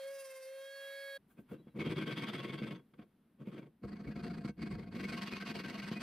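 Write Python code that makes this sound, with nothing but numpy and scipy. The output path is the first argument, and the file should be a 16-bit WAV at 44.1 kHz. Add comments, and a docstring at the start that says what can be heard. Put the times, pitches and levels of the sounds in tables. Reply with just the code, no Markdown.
"""A rotary tool whines as its disc nicks a steel blade in a vice, grazes, runs free and is cut short at 1.2 s.
Fingers slide on the metal; a hand file is lined up with knocks, single passes and faint squeaks.
From 1.9 s to 6 s it rasps in runs of very quick strokes, with a firm, a light, then a flat grip:
its teeth set the steel ringing while vice and bench rumble and knock under the push.
The small, dry workshop hums quietly under the filing."""
import sys
import numpy as np
from scipy import signal
from scipy.fft import rfft, irfft, next_fast_len
from scipy.io import wavfile
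from scipy.ndimage import uniform_filter1d

SR = 44100
rng = np.random.default_rng(int(sys.argv[2]) if len(sys.argv) > 2 else 0)


def int16_out(signal):
    """Quantize to a 16-bit WAV file."""
    q = np.round(np.clip(np.atleast_2d(signal).T, -1, 1) * 32767)
    wavfile.write(sys.argv[1], SR, q.astype(np.int16))


N = 265482
TIME = np.arange(N) / SR
PADDED = next_fast_len(N + SR // 2)
GRIP_CHANGES_S = (3.76, 4.94)   # firm to light, light to flat

# bench modes: f/Hz, width/Hz, relative level/dB
BENCH_MODES = [(67, 9, -8), (151, 44, 1.5), (206.7, 28.4, 5), (306, 31, -5), (371.4, 29, -6),
               (471, 32, -0.5)]
# stereo width at the bench: f/Hz, side minus mid/dB
BENCH_WIDTH = [(60, -19.5), (250, -24), (400, -14), (700, -6), (1300, -8), (2500, -12), (4400, -8),
               (8100, 2.5), (15000, -7)]
# balance at the bench: f/Hz, left minus right/dB
BENCH_PAN = [(200, .5), (700, 1.5), (1100, 1.5), (3300, 0.5), (4700, -4), (6200, -0.5), (8200, 2.5),
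             (10000, 1.5), (15000, 0)]


def from_db(db):
    """Decibels to gain."""
    return 10 ** (np.asarray(db) / 20)


def rms_one(x):
    """Scale to rms 1."""
    return x / np.sqrt(np.mean(x ** 2) + 1e-20)


def in_time(rows):
    """Columns of a curve at every sample."""
    s, *columns = np.transpose(rows)
    return [np.interp(TIME, s, c) for c in columns]


def at_hz(points, hz):
    """Read a spectrum on a log-frequency axis."""
    f, value = np.transpose(points)
    return np.interp(np.log(hz), np.log(f), value)


def bins(size):
    """FFT frequencies in Hz, floored at 1."""
    return np.maximum(np.arange(size // 2 + 1) * SR / size, 1)


def drift(rate_hz):
    """Random curve through unit-variance knots."""
    knots = rng.standard_normal(2048)
    return np.interp(TIME * rate_hz, np.arange(len(knots)), knots)


def colour(spectrum, modes=(), size=PADDED):
    """Unit-power response: a broad spectrum with resonances on top."""
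    f = bins(size)
    peaks = 1 + sum(from_db(db) / (1 + 2j * (f - hz) / width) for hz, width, db in modes)
    response = from_db(at_hz(spectrum, f)) * peaks
    return response / np.sqrt(np.mean(np.abs(response) ** 2))


def stereo(pair, response, width=BENCH_WIDTH, pan=BENCH_PAN, size=PADDED):
    """Two signals as mid and side, filtered and placed band by band."""
    mid, side = rfft(pair, size)
    f = bins(size)
    ears = np.array([[1], [-1]])
    spread = mid + ears * side * from_db(at_hz(width, f))
    placed = spread * from_db(ears * at_hz(pan, f) / 2)
    return irfft(placed * response, size)[:, :pair.shape[1]]


def stereo_noise(spectrum, modes=()):
    """Coloured noise placed at the bench."""
    return stereo(rng.standard_normal((2, N)), colour(spectrum, modes))


def swells(times_s, levels_db, width_s, tail_s, tail_db):
    """Envelope of Gaussian swells with exponential tails."""
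    power = np.zeros(N)
    for s, db in zip(times_s, levels_db):
        near = slice(max(int(s * SR) - SR // 8, 0), int(s * SR) + SR // 8)
        power[near] += from_db(db) ** 2 * np.exp(-.5 * ((TIME[near] - s) / width_s) ** 2)
    pole = np.exp(-1 / (tail_s * SR))
    tail = signal.lfilter([1 - pole], [1, -pole], power + 1e-18)
    return np.sqrt(power + from_db(tail_db) ** 2 * tail)


def file_strokes(uneven_db=1.0, slip_s=0.0032, sing_spread=0.027, rasp_accent=0.31):
    """Single passes, then runs out and back at an even or quickening pace; columns as in touches."""
    # lining up: t/s, length/s, rasp level/dB, rumble level/dB, singing f/Hz
    touches = [(1.312, 0.041, -71, -83, 1380), (1.389, 0.048, -64.5, -52.5, 2170),
               (1.526, 0.11, -60.5, -40, 1450), (1.598, 0.036, -77, -53.5, 3860),
               (1.682, .03, -66, -58, 1190), (1.768, 0.043, -59, -38, 1180), (1.811, 0.058, -41, -35, 1030),
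               (2.942, 0.018, -64, -61, 1130), (2.995, 0.034, -60.5, -54, 2420),
               (3.025, 0.035, -62.5, -57.5, 2240)]
    # runs: first t/s, last t/s, count, quickening/0-1, out minus back/dB, out f/Hz, back f/Hz
    runs = [(1.87, 2.233, 8, 0, 0.5, 3190, 2300), (2.292, 2.793, 12, 0.2, -2.5, 3380, 2180),
            (3.416, 3.665, 6, 0.36, -0.5, 1200, 2330), (3.847, 4.489, 18, 0.07, 6, 1330, 1630),
            (4.589, 5.088, 13, 0, -4, 1600, 2140), (5.137, 5.51, 9, 0, 3.5, 2090, 2740),
            (5.556, 6.02, 11, 0.02, 1, 2900, 1920)]
    # hand pressure: t/s, rasp level/dB, rumble level/dB
    pressure = [(1.87, -43.5, -31.5), (2.25, -41, -38), (2.731, -49, -40), (2.79, -66, -57.5),
                (3.42, -64.5, -44.5), (3.59, -55, -42.5), (3.67, -68.5, -55), (3.85, -54, -40),
                (4.02, -57.5, -44.5), (4.28, -47.5, -37.5), (4.4, -55.5, -42), (4.49, -47.5, -45),
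                (4.59, -57, -40.5), (4.63, -47.5, -35), (4.9, -58, -45.5), (5.02, -42.5, -35),
                (5.25, -42.5, -41), (6, -45.5, -39)]
    pressure_s, rasp_db, rumble_db = np.transpose(pressure)
    rows = list(touches)
    for first_s, last_s, count, quickening, out_over_back_db, out_hz, back_hz in runs:
        along = np.linspace(0, 1, int(round(count)))
        s = first_s + (last_s - first_s) * along * (1 + quickening * (1 - along))
        going_out = np.arange(len(s)) % 2 == 0
        force, spot, slip = rng.standard_normal((len(s), 3)).T
        accent_db = out_over_back_db * (going_out - .5) + uneven_db * force
        rows += zip(s + slip_s * slip, np.gradient(s),
                    np.interp(s, pressure_s, rasp_db) + rasp_accent * accent_db,
                    np.interp(s, pressure_s, rumble_db) + accent_db,
                    np.where(going_out, out_hz, back_hz) * (1 + sing_spread * spot))
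    return np.array(rows)


def rasp(strokes, gain_db=-2.5, bites_per_s=5000, duty=0.35, drag_db=-21, mode_spread_db=5.0, size=8192):
    """Teeth bite in dense, uneven clicks; each stroke meets a new spot and rings the steel differently."""
    # rasp spectrum per grip: f/Hz, relative level/dB
    firm = [(350, -40), (600, -8.5), (800, -9.5), (1100, -5.5), (1400, -4), (2200, -6), (2950, -5.5),
            (3300, -1.5), (4100, -13.5), (4700, -11), (5700, -24.5), (7500, -33), (12000, -28),
            (13700, -43), (15400, -31)]
    light = [(350, -20), (600, -30), (700, 3.5), (820, -10), (1100, -4.5), (2200, -6.5), (2700, -9),
             (3700, -11.5), (4600, -4), (5700, -21.5), (8200, -29), (12000, -29), (15400, -45)]
    flat = [(350, -32), (600, -13), (700, -3), (830, -7), (1100, -1.5), (1800, -3), (2200, -3.5),
            (2750, -3.5), (3650, -7.5), (4500, -3.5), (6700, -23.5), (9500, -29), (12200, -22.5),
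            (13700, -44), (15400, -33)]
    # blade and vice modes: f/Hz, width/Hz, level re broad rasp/dB
    steel_modes = [(696, 42, 6), (932, 16, 3.5), (1094, 21.4, 7.5), (1312, 68, -7), (1553, 22.5, 6),
                   (1960, 64, -0.5), (2205, 53, 10), (2475, 29, 6), (2720, 11, 6.5), (3190, 22, -5),
                   (3345, 19, -2.5), (4560, 114, -9), (6155, 58, 5), (8220, 450, 4), (12800, 240, -23)]
    sing_width_hz, sing_db = 130, 5.5
    bark_hz, bark_width_hz, settle_s = 900, 720, 1.77
    dulling, firm_stroke_db = 0.21, -42.5
    bites = from_db(2.5 * np.minimum(rng.exponential(1, N), 4)) * (rng.random(N) < bites_per_s / SR)
    grit = rng.standard_normal((2, N)) * (rms_one(bites) + 1)
    chatter = from_db(1.75 * drift(300))
    teeth = np.pad(rms_one(grit * chatter), ((0, 0), (0, size)))
    t = (np.arange(size) - size // 2) / SR
    octaves = np.log2(np.clip(bins(size), 600, 5000) / 600)
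    out = np.zeros((2, N + size))
    for s, length_s, level_db, _, sing_hz in strokes:
        # the file speeds up, slows down, then drags lightly as it turns round
        push = np.exp(-np.abs(t / (duty * length_s)) ** 2.12)
        push += from_db(drag_db) * np.exp(-(2 * t / length_s - .5) ** 2)
        modes = [(hz, width, db + mode_spread_db * rng.standard_normal())
                 for hz, width, db in steel_modes]
        bark_db = 6 - 40 * abs(s - settle_s)   # the blade barks as the file settles on the fresh edge
        modes += [(sing_hz, sing_width_hz, sing_db), (bark_hz, bark_width_hz, bark_db)]
        spectrum = (firm, light, flat)[np.searchsorted(GRIP_CHANGES_S, s)]
        tilt = from_db(dulling * (level_db - firm_stroke_db) * octaves)   # gentler is duller
        span = slice(int(s * SR) - size // 2, int(s * SR) + size // 2)
        stroke = stereo(teeth[:, span] * push, tilt * colour(spectrum, modes, size), size=size)
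        out[:, span] += from_db(level_db + gain_db) * rms_one(stroke) * np.sqrt(np.mean(push ** 2))
    return out[:, :N]


def bench_rumble(strokes, gain_db=-4.5, lag_s=0.0035):
    """The drag of each stroke shakes vice and bench, which answer a little late."""
    # rumble spectrum per grip: f/Hz, relative level/dB
    firm = [(30, -40), (90, -22), (135, 4), (210, 0), (330, 2.5), (600, -10.5), (800, -48)]
    light = [(30, -23), (60, -5.5), (105, -12), (180, 3.5), (330, -5.5), (600, -16.5), (800, -55.5)]
    flat = [(30, -36), (65, -12), (110, -15), (190, 2), (270, -3), (600, -15.5), (800, -48.5)]
    s, _, _, level_db, _ = strokes.T
    per_grip = [stereo_noise(spectrum, BENCH_MODES) for spectrum in (firm, light, flat)]
    shake = np.choose(np.searchsorted(GRIP_CHANGES_S, TIME), per_grip)
    local_rms = np.sqrt(uniform_filter1d(np.mean(shake ** 2, axis=0), size=1100) + 1e-9)
    envelope = swells(s + lag_s, level_db + gain_db, width_s=0.0098, tail_s=0.013, tail_db=-3)
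    return shake / local_rms * envelope


def rotary_tool(stop_s=1.179, jitter=0.0034, chop=0.46, bounce_hz=17.66, bounce_db=2.5, grind_db=-70):
    """Shaft harmonics change as the disc leaves the steel; air and grinding are chopped once a turn."""
    # shaft speed: t/s, f/Hz
    speed = [(0.03, 540), (0.116, 550), (0.21, 545.0), (0.282, 533.3), (0.444, 526), (0.544, 537.0),
             (0.744, 549.2), (1.018, 552), (1.15, 550)]
    # tool levels: t/s, shaft tone/dB, third harmonic/dB, hiss/dB
    levels = [(0.0, -47.5, -71, -61.5), (0.066, -44.5, -61.5, -65.5), (0.268, -51.5, -66.5, -67.5),
              (0.436, -52, -69.5, -68.5), (0.468, -49, -74, -68.5), (0.6, -49, -63.5, -68),
              (0.732, -54, -55.5, -68), (0.856, -51, -54, -63), (1.16, -51, -51, -64.5)]
    # shaft harmonics, cutting and running free: multiple, level/dB
    cutting = [(2, -69), (4, -68), (5, -69), (6, -78), (7, -77), (8, -86), (9, -73.5), (10, -78.5),
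               (11, -76.5), (12, -78), (13, -86), (14, -86), (15, -89), (16, -92), (17, -75), (18, -71.5),
               (19, -79), (20, -82), (21, -92), (22, -80), (23, -92), (24, -78), (25, -84), (26, -85)]
    free = [(2, -77), (4, -66), (5, -77), (6, -59), (7, -70), (8, -65.5), (9, -80), (10, -90), (11, -90),
            (12, -83), (13, -85), (14, -89), (15, -86), (16, -87), (17, -90), (18, -76), (19, -86),
            (20, -77), (21, -84), (22, -80), (23, -81), (24, -84), (27, -85)]
    # cooling air and disc hiss: f/Hz, relative level/dB
    air_spectrum = [(90, -31), (250, -6.5), (600, 1.5), (1000, -1), (1800, 8.5), (2500, 4), (3100, -1.5),
                    (4600, 0), (6500, -9.5), (9500, -5), (12500, -6), (15500, -12)]
    # disc grinding on steel: f/Hz, relative level/dB
    grind_spectrum = [(1500, -14), (3500, -2), (5300, 7), (7000, -1), (8800, 6), (9550, 6), (10500, 2),
                      (13000, -7), (15500, -7)]
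    # stereo width: f/Hz, side minus mid/dB
    width = [(100, 2), (700, -15.5), (2400, -15), (4400, -10), (8100, 3), (15000, -7)]
    # balance: f/Hz, left minus right/dB
    pan = [(540, 0), (1600, -4.5), (3300, -0.5), (4500, -3.5), (5700, -4), (7000, -1), (10000, -1),
           (15000, -2)]
    shaft_hz, = in_time(speed)
    shaft_db, third_db, hiss_db = in_time(levels)
    contact = disc_contact()
    phase = 2 * np.pi * np.cumsum(shaft_hz * (1 + jitter * contact * drift(150.8))) / SR
    swing_db = bounce_db * np.cos(2 * np.pi * bounce_hz * (TIME - .26))
    judder = contact * from_db(swing_db + 3.5 * np.tanh(drift(72)))   # the disc bites unevenly
    whine = np.zeros((2, N))
    for k in range(1, 29):
        # unbalance tones 1 and 3 are firm; the rest flutter with the cut and the bearing play
        waver_db = 6 * np.tanh(drift(28.8))
        play_db = 3.5 * drift(11.86)
        loaded = judder * from_db(np.interp(k, *np.transpose(cutting)) - 1.5 + waver_db)
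        idle = (1 - contact) * from_db(np.interp(k, *np.transpose(free)) + play_db)
        gain = from_db(shaft_db) if k == 1 else from_db(third_db) if k == 3 else np.hypot(loaded, idle)
        hz = k * shaft_hz[0]
        angle = k * phase + rng.uniform(0, 2 * np.pi)
        side = from_db(at_hz(width, hz)) * np.cos(angle)
        for ear, sign in enumerate((1, -1)):
            balance = from_db(sign * at_hz(pan, hz) / 2)
            whine[ear] += np.sqrt(2) * balance * gain * (np.sin(angle) + sign * side)
    air, grit = rng.standard_normal((2, 2, N)) * (1 + chop * np.sin(phase))
    hiss = stereo(air * from_db(hiss_db + 1), colour(air_spectrum), width, pan)
    grinding = stereo(grit * judder * from_db(grind_db), colour(grind_spectrum), width, pan)
    running = np.clip((stop_s - TIME) / .01, 0, 1)
    return running * (whine + hiss + grinding)


def disc_contact(bite_s=0.039, graze_s=0.49, lift_s=0.88, ramp_s=0.21, graze_share=0.41):
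    """Contact of disc and steel, 0-1: it bites, eases to a graze and lifts off."""
    bitten, eased, lifted = (np.clip((TIME - s) / ramp_s + .5, 0, 1) for s in (bite_s, graze_s, lift_s))
    return bitten * (1 - (1 - graze_share) * eased) * (1 - lifted)


def knocks(gain_db=-10, spread_db=1.5, band_hz=(110, 380)):
    """The file lands or catches: soft blows on the bench modes."""
    # blows: t/s, level/dB
    landings = [(1.39, -39.5), (1.521, -31), (1.67, -42.5), (1.79, -30), (1.867, -26.5), (2.618, -29.5),
                (2.992, -39), (3.473, -36.5), (3.84, -29), (4.084, -34.5), (4.448, -28.5), (4.493, -31),
                (4.944, -32), (5.12, -30), (5.915, -26.5)]
    s, level_db = np.transpose(landings)
    out = np.zeros(N)
    for hz, width_hz, mode_db in BENCH_MODES:
        blows = np.zeros(N)
        scatter_db = spread_db * rng.standard_normal(len(s))
        blows[(s * SR).astype(int)] = from_db(level_db + mode_db + gain_db + scatter_db)
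        radius, angle = np.exp(-np.pi * width_hz / SR), 2 * np.pi * hz / SR
        out += signal.lfilter([1, -1], [1, -2 * radius * np.cos(angle), radius ** 2], blows + 1e-18)
    return signal.sosfilt(signal.butter(2, band_hz, "band", fs=SR, output="sos"), out)


def low_swells():
    """Soft, deep rumbles swell briefly under the filing."""
    # swells: t/s, level/dB
    swell_times = [(1.9, -59), (4.64, -62.5), (4.8, -54.5)]
    # deep rumble: f/Hz, relative level/dB
    spectrum = [(25, -18), (45, -1), (68, 3), (95, 7), (130, 0), (200, -20), (400, -59)]
    envelope = swells(*np.transpose(swell_times), width_s=0.057, tail_s=0.049, tail_db=-4)
    return stereo_noise(spectrum) * envelope


def fingers():
    """Skin swishes softly over the steel as the grip shifts."""
    # slides: t/s, level/dB
    slides = [(1.315, -76.5), (1.4, -78), (1.52, -74), (2.77, -100), (3.49, -83.5)]
    # skin friction: f/Hz, relative level/dB
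    spectrum = [(5000, -10), (11000, 3.5), (14500, 5)]
    return stereo_noise(spectrum) * swells(*np.transpose(slides), width_s=0.014, tail_s=.02, tail_db=-23)


def squeaks(waver_hz=25):
    """The file's corner slides into place on the steel with thin, unsteady tones."""
    # squeaks: t/s, f/Hz, level/dB
    tones = [(1.60, 3920, -81), (1.64, 3270, -87), (1.68, 3350, -85), (1.71, 3920, -89)]
    out = np.zeros(N)
    for s, hz, db in tones:
        phase = 2 * np.pi * np.cumsum(hz + waver_hz * drift(200)) / SR
        out += np.sqrt(2) * np.sin(phase) * swells([s], [db], width_s=0.0095, tail_s=.02, tail_db=-19)
    return out


def add_room(x, t60_s=0.09, wet_db=-19, delay_s=.006):
    """Add a faint diffuse tail, different at each ear."""
    t = TIME[:SR // 2]
    tail = rng.standard_normal((2, len(t))) * 1000 ** (-t / t60_s) * (t > delay_s)
    tail /= np.sqrt(np.sum(tail[0] ** 2))
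    return x + from_db(wet_db) * signal.fftconvolve(x, tail, axes=1)[:, :N]


def shop_noise():
    """Low, quiet room noise that comes up as the tool stops."""
    # room noise: f/Hz, relative level/dB
    spectrum = [(30, -13), (70, -6.5), (130, -4.5), (210, 7), (330, -4), (550, -16.5), (1500, -22),
                (3500, -29.5), (7000, -44), (11000, -33), (15500, -38)]
    # its course: t/s, level/dB
    levels = [(0, -87), (1.16, -100), (1.18, -70), (1.73, -68), (2.7, -68.5), (3.15, -70.5), (3.8, -72),
              (6, -68)]
    level_db, = in_time(levels)
    return from_db(level_db) * stereo_noise(spectrum)


def scene():
    """The dry tool, then the filing with its room tail, over the shop noise."""
    background = shop_noise()
    strokes = file_strokes()
    tool = rotary_tool()
    filing = rasp(strokes) + bench_rumble(strokes) + knocks() + fingers() + squeaks() + low_swells()
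    return tool + add_room(filing) + background


def record(dry):
    """Steep low-pass."""
    cutoff_hz = 15500
    return signal.sosfilt(signal.ellip(10, .1, 70, cutoff_hz, fs=SR, output="sos"), dry)


dry = scene()
out = record(dry)
int16_out(out)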